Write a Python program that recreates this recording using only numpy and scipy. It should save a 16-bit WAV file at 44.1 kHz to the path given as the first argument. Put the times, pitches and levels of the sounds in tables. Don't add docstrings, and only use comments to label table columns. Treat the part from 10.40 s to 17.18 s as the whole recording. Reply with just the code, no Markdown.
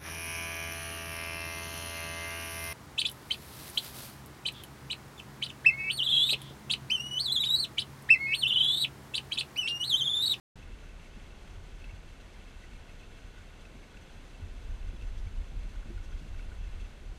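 import sys
import numpy as np
from scipy import signal
from scipy.fft import rfft, irfft, next_fast_len
from scipy.io import wavfile
from scipy.ndimage import uniform_filter1d, map_coordinates

SR = 44100
rng = np.random.default_rng(int(sys.argv[2]) if len(sys.argv) > 2 else 0)


def transcribe(u):
    v = np.clip(np.atleast_2d(u).T, -1, 1)
    q = np.round(v * 32767).astype(np.int16)
    wavfile.write(sys.argv[1], SR, q)


N = 298998
TIME = np.arange(N) / SR


def amp(db):
    return 10 ** (np.asarray(db) / 20)


def unit(x):
    return x / np.sqrt(np.mean(x ** 2) + 1e-20)


def curve(rows):
    return np.interp(TIME, *np.transpose(rows))


def wobble(rate):
    knots = rng.standard_normal(int(N * rate / SR) + 4)
    return map_coordinates(knots, [TIME * rate])


def filtered(x, response):
    size = next_fast_len(N + SR // 2)
    return irfft(rfft(x, size) * response(np.fft.rfftfreq(size, 1 / SR)), size)[:N]


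def noise(spectrum):
    points_hz, db = np.transpose(spectrum)
    white = rng.standard_normal(N)
    return unit(filtered(white, lambda hz: amp(np.interp(np.log(hz + 1), np.log(points_hz + 1), db))))


def resonance(hz, centre, width):
    return 1j * hz * width / (centre ** 2 - hz ** 2 + 1j * hz * width)


# frequency in Hz, relative spectral density in dB.
WASH_SPECTRUM = [(30, -41), (110, 3), (200, 0), (270, -2.5), (450, -5.5), (700, -9), (1100, -13.5),
                 (2000, -24.5), (5000, -41), (15000, -46.5)]

def distant_wash():
    fade_db_per_s = 0.01
    level_db = -56.5 - fade_db_per_s * TIME + 0.48 * wobble(rate=5.46)
    return amp(level_db) * noise(WASH_SPECTRUM)


def sustained(x, evenness):
    envelope = np.abs(signal.hilbert(x))
    power = np.abs(uniform_filter1d(envelope ** 2, size=SR // 10))
    return unit(x / (power + 1e-3) ** (evenness / 2))


# frequency in Hz, relative spectral density in dB.
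SWAY_SPECTRUM = [(5, -51), (11, -13.5), (23, -12), (31, -1.5), (42, -6), (53, -15), (80, -41), (160, -60),
                 (400, -120)]
SHUDDER_SPECTRUM = [(20, -56), (45, -16), (62, -1), (80, 0.5), (93, -4), (112, -22), (215, -25.5),
                    (450, -43), (1500, -100)]
# time in seconds, level in dB relative to rest.
HAND_EFFORT = [(.2, .5), (.9, 0), (1.45, 3), (1.75, -2), (2.7, 0.5), (3.15, -4), (3.4, 0), (3.63, -5.5),
               (3.78, 0), (3.97, -1), (4.05, 9), (4.18, 3), (4.32, 11.5), (4.4, 5), (4.47, 13), (4.54, 8.5),
               (4.7, 14), (4.93, 6), (5.0, 13.5), (5.08, 4.5), (5.2, 14), (5.33, 8.5), (5.4, 12.5),
               (5.48, 4.5), (5.57, 10.5), (5.69, 5), (5.76, 9), (5.86, 4), (5.97, 12), (6.04, 9.5),
               (6.17, 12.5), (6.43, 9), (6.54, -3.5), (6.68, 7), (6.78, 1)]

def hand_rumble():
    effort_db = curve(HAND_EFFORT)
    tremor_db = 1.97 * wobble(rate=13)
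    sway = sustained(noise(SWAY_SPECTRUM), evenness=0.88)
    shudder = sustained(noise(SHUDDER_SPECTRUM), evenness=0.47)
    sway_db = -48.5 + effort_db + tremor_db
    shudder_db = -55.5 + 0.72 * effort_db + tremor_db
    return amp(sway_db) * sway + amp(shudder_db) * shudder


# frequency in Hz, relative spectral density in dB.
HISS_SPECTRUM = [(300, -7.5), (1100, -1.5), (1950, 1), (2400, -0.5), (3100, -0.5), (3550, -3), (4200, -4),
                 (5300, -9), (7300, -10), (8000, -12.5), (10000, -16), (12500, -23.5), (15000, -30)]

def mechanism_hiss():
    return amp(-62 + 0.56 * wobble(rate=20)) * noise(HISS_SPECTRUM)


# time in seconds, relative level in dB.
ACTIVITY = [(.2, 1), (.65, -2.5), (.8, -0.5), (1.3, -2), (1.5, 1), (1.75, 0), (2.3, 0.7), (2.7, 1),
            (3.05, -0.3), (3.3, -1), (3.55, 0), (4.3, 0), (4.95, -0.5), (5.35, 0.5), (5.87, -1), (6.1, -1),
            (6.24, 2.5), (6.44, 2), (6.55, -3.5), (6.78, -5)]
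# frequency in Hz, bandwidth in Hz, relative gain in dB,
# chatter depth in dB, dB of drive per dB of activity.
CASE_MODES = [(1472, 96, 2.2, 2, 0.5), (2152, 87, -1.5, 2, 0.5), (2657, 78, 2.3, 2.5, 1),
              (3380, 154, -4, 3, 1), (4060, 270, -12.5, 5.5, 1.5), (6150, 270, -11.5, 3.5, 0),
              (6200, 140, -11, 2, 1), (8370, 220, -18, 5, 1)]

def case_chatter():
    activity_db = curve(ACTIVITY)
    shared_flutter = wobble(rate=60)
    ring = np.zeros(N)
    for centre, width, gain_db, depth_db, follows in CASE_MODES:
        flutter = 0.5 * shared_flutter + 0.79 * wobble(rate=110)
        drive = unit(rng.standard_normal(N) * amp(follows * activity_db + depth_db * flutter))
        ring += amp(gain_db) * filtered(drive, lambda hz: resonance(hz, centre, width))
    return amp(-64.5) * unit(ring)


def mechanism_patter(per_s=330, middle_hz=2404, spread_octaves=0.307, life_cycles=4.9, scatter_db=2.5):
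    draws = rng.random((int(per_s * N / SR), 3))
    onsets = (draws[:, :1] * N).astype(int)
    deviations = np.sqrt(2) * np.arctanh(0.96 * (2 * draws[:, 1:] - 1))
    pitch, size = deviations.T[..., None]
    offsets = np.arange(SR // 100)
    cycles = middle_hz * 2 ** (spread_octaves * pitch) * offsets / SR
    age = cycles / life_cycles
    strength = amp(scatter_db * np.minimum(size, 2))
    clicks = strength * age * np.exp(-2 * age) * np.sin(2 * np.pi * cycles)
    patter = np.bincount((onsets + offsets).ravel(), clicks.ravel(), N)[:N]
    return amp(-69.5 + curve(ACTIVITY)) * unit(patter)


def blows(events, modes, attack_s):
    out, t = np.zeros(N + SR), np.arange(SR // 2) / SR
    for start, peak_db, cutoff_hz, ring_share in events:
        ring = np.zeros(len(t))
        for hz, mode_db, t60 in modes:
            strength = amp(mode_db + rng.normal(0, 1)) / (1 + (hz / cutoff_hz) ** 4)
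            decay = np.exp(-np.log(1000) * t / (t60 * ring_share))
            ring += strength * decay * np.sin(2 * np.pi * hz * t)
        ring *= 1 - np.exp(-(t / attack_s) ** 2)
        out[round(start * SR):][:len(t)] += amp(peak_db) * ring / np.abs(ring).max()
    return out[:N]


# frequency in Hz, relative level in dB, 60 dB decay time in seconds.
SHELL_MODES = [(160.5, -5.5, 0.098), (217, -3, 0.11), (348, -3.5, 0.18)]
# start in seconds, relative peak level in dB, contact cut-off in Hz,
# ring time as a fraction of the modes' decay time.
FINGER_KNOCKS = [(0.186, -42.5, 215, .5), (0.76, -42, 210, 1), (3.3535, -41.5, 240, 0.27),
                 (3.997, -44.5, 260, .4), (4.53, -41, 240, 0.99), (4.934, -46, 220, 0.42),
                 (5.115, -44, 140, 1), (5.148, -43, 120, 0.89), (5.245, -43.5, 120, 1),
                 (5.457, -40.5, 250, .7), (5.481, -47, 480, 1), (5.499, -37, 456, 0.72),
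                 (5.812, -41, 200, .8), (5.85, -45, 220, 1)]

def finger_knocks():
    return amp(-2) * blows(FINGER_KNOCKS, SHELL_MODES, attack_s=0.00235)


def strike_envelope(t, rise_s, t60_s):
    shape = (1 - np.exp(-(t / rise_s) ** 2)) * np.exp(-np.log(1000) * t / t60_s)
    return shape / shape.max()


# start in seconds, peak level of the ping in dB,
# its pitch in Hz, rms level of the scrape at its loudest in dB.
MECHANISM_TICKS = [(0.2252, -53, 2620, -62), (0.2734, -58, 2650, -70), (0.43, -54, 1480, -65),
                   (0.491, -55, 2630, -67), (0.559, -57, 1480, -64), (0.5945, -54.5, 2720, -69),
                   (0.6264, -56, 2710, -67), (0.656, -53, 2240, -64), (0.9037, -55, 2670, -64),
                   (1.074, -56, 3250, -57), (1.4163, -52, 2600, -64), (1.4408, -47, 2640, -57),
                   (1.4935, -49.5, 2210, -62), (1.507, -51, 2660, -62), (1.8004, -57, 2690, -59),
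                   (1.9409, -54, 2100, -63), (2.2376, -50, 1990, -63), (2.331, -53, 2700, -58),
                   (2.491, -54, 2580, -59), (2.6064, -55, 2600, -62), (2.6314, -54, 2670, -67),
                   (2.805, -55.5, 1485, -66), (2.9784, -52, 1480, -61), (3.122, -56, 1490, -67),
                   (3.251, -53, 2580, -58), (3.43, -54.5, 2200, -66), (3.5424, -53.5, 1480, -62),
                   (3.568, -52, 2660, -58), (3.947, -54, 2670, -64), (4.18, -58, 2670, -68),
                   (4.428, -54, 2670, -70), (4.6103, -52.5, 2675, -68), (4.621, -50, 2640, -60),
                   (4.8677, -52, 2240, -68), (5.357, -52, 1490, -64), (5.425, -56, 1470, -68),
                   (5.5766, -52, 1430, -66), (5.7208, -53, 1450, -65), (5.7344, -56, 3220, -71),
                   (5.9414, -54, 1540, -65), (5.9574, -57, 2650, -62), (5.991, -50, 2220, -62),
                   (5.9945, -53, 1450, -64), (6.0047, -53, 2680, -69), (6.025, -54.5, 2680, -70),
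                   (6.1155, -47.5, 1470, -68), (6.1225, -54.5, 2200, -68), (6.235, -56, 2660, -67),
                   (6.399, -52, 2680, -66), (6.444, -56, 2700, -66)]

def mechanism_ticks():
    out, t = np.zeros(N + SR), np.arange(SR // 10) / SR
    hz = np.fft.rfftfreq(len(t), 1 / SR)
    case_response = resonance(hz, centre=2100, width=2200) ** 2
    for start, ping_db, pitch_hz, scrape_db in MECHANISM_TICKS:
        friction = unit(irfft(rfft(rng.standard_normal(len(t))) * case_response, len(t)))
        scrape = friction * strike_envelope(t, rise_s=0.0022, t60_s=0.045)
        ping = np.sin(2 * np.pi * pitch_hz * t) * strike_envelope(t, rise_s=0.0017, t60_s=0.037)
        out[round(start * SR):][:len(t)] += amp(ping_db) * ping + amp(scrape_db) * scrape
    return out[:N]


# frequency in Hz, relative level in dB, 60 dB decay time in seconds.
GRIP_MODES = [(69.4, -25, 0.11), (83, 15, 0.17)]
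# start in seconds, relative peak level in dB, contact cut-off in Hz,
# ring time as a fraction of the modes' decay time.
GRIP_BUMPS = [(1.168, -37.5, 80.7, 0.7), (1.525, -39.5, 83.4, 0.74), (4.018, -34, 86.1, 1),
              (4.29, -41, 72, 0.91), (4.465, -44.5, 60, 1), (4.856, -32.5, 83.4, 1), (5.534, -35, 73, 0.94)]

def grip_bumps():
    return amp(-0.5) * blows(GRIP_BUMPS, GRIP_MODES, attack_s=0.011)


# middle in seconds, half-length in seconds, rms level at the middle in dB, # centre frequency in Hz.
RUSTLE_PUFFS = [(1.47, .05, -72, 2780), (1.938, .012, -68, 4800), (4.785, .025, -67, 5000),
                (5.65, 0.016, -66, 5600), (5.795, .022, -65, 3400), (5.99, 0.019, -64, 1900)]

def rustles(width_hz=3000):
    out = np.zeros(N)
    for middle, half_length, db, centre_hz in RUSTLE_PUFFS:
        band = unit(filtered(rng.standard_normal(N), lambda hz: resonance(hz, centre_hz, width_hz) ** 2))
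        swell = np.exp(-((TIME - middle) / half_length) ** 2)
        out += amp(db) * swell * band
    return out


def scene():
    continuous = distant_wash() + hand_rumble() + mechanism_hiss() + case_chatter() + mechanism_patter()
    transients = finger_knocks() + mechanism_ticks() + grip_bumps() + rustles()
    return (continuous + transients)[None]


def record(dry):
    start_s, fade_in_s, top_hz = 0.1562, 0.002, 15050
    running = np.clip((TIME - start_s) / fade_in_s, 0, 1)
    return filtered(dry[0] * running, lambda hz: hz < top_hz)[None]


dry = scene()
out = record(dry)
transcribe(out)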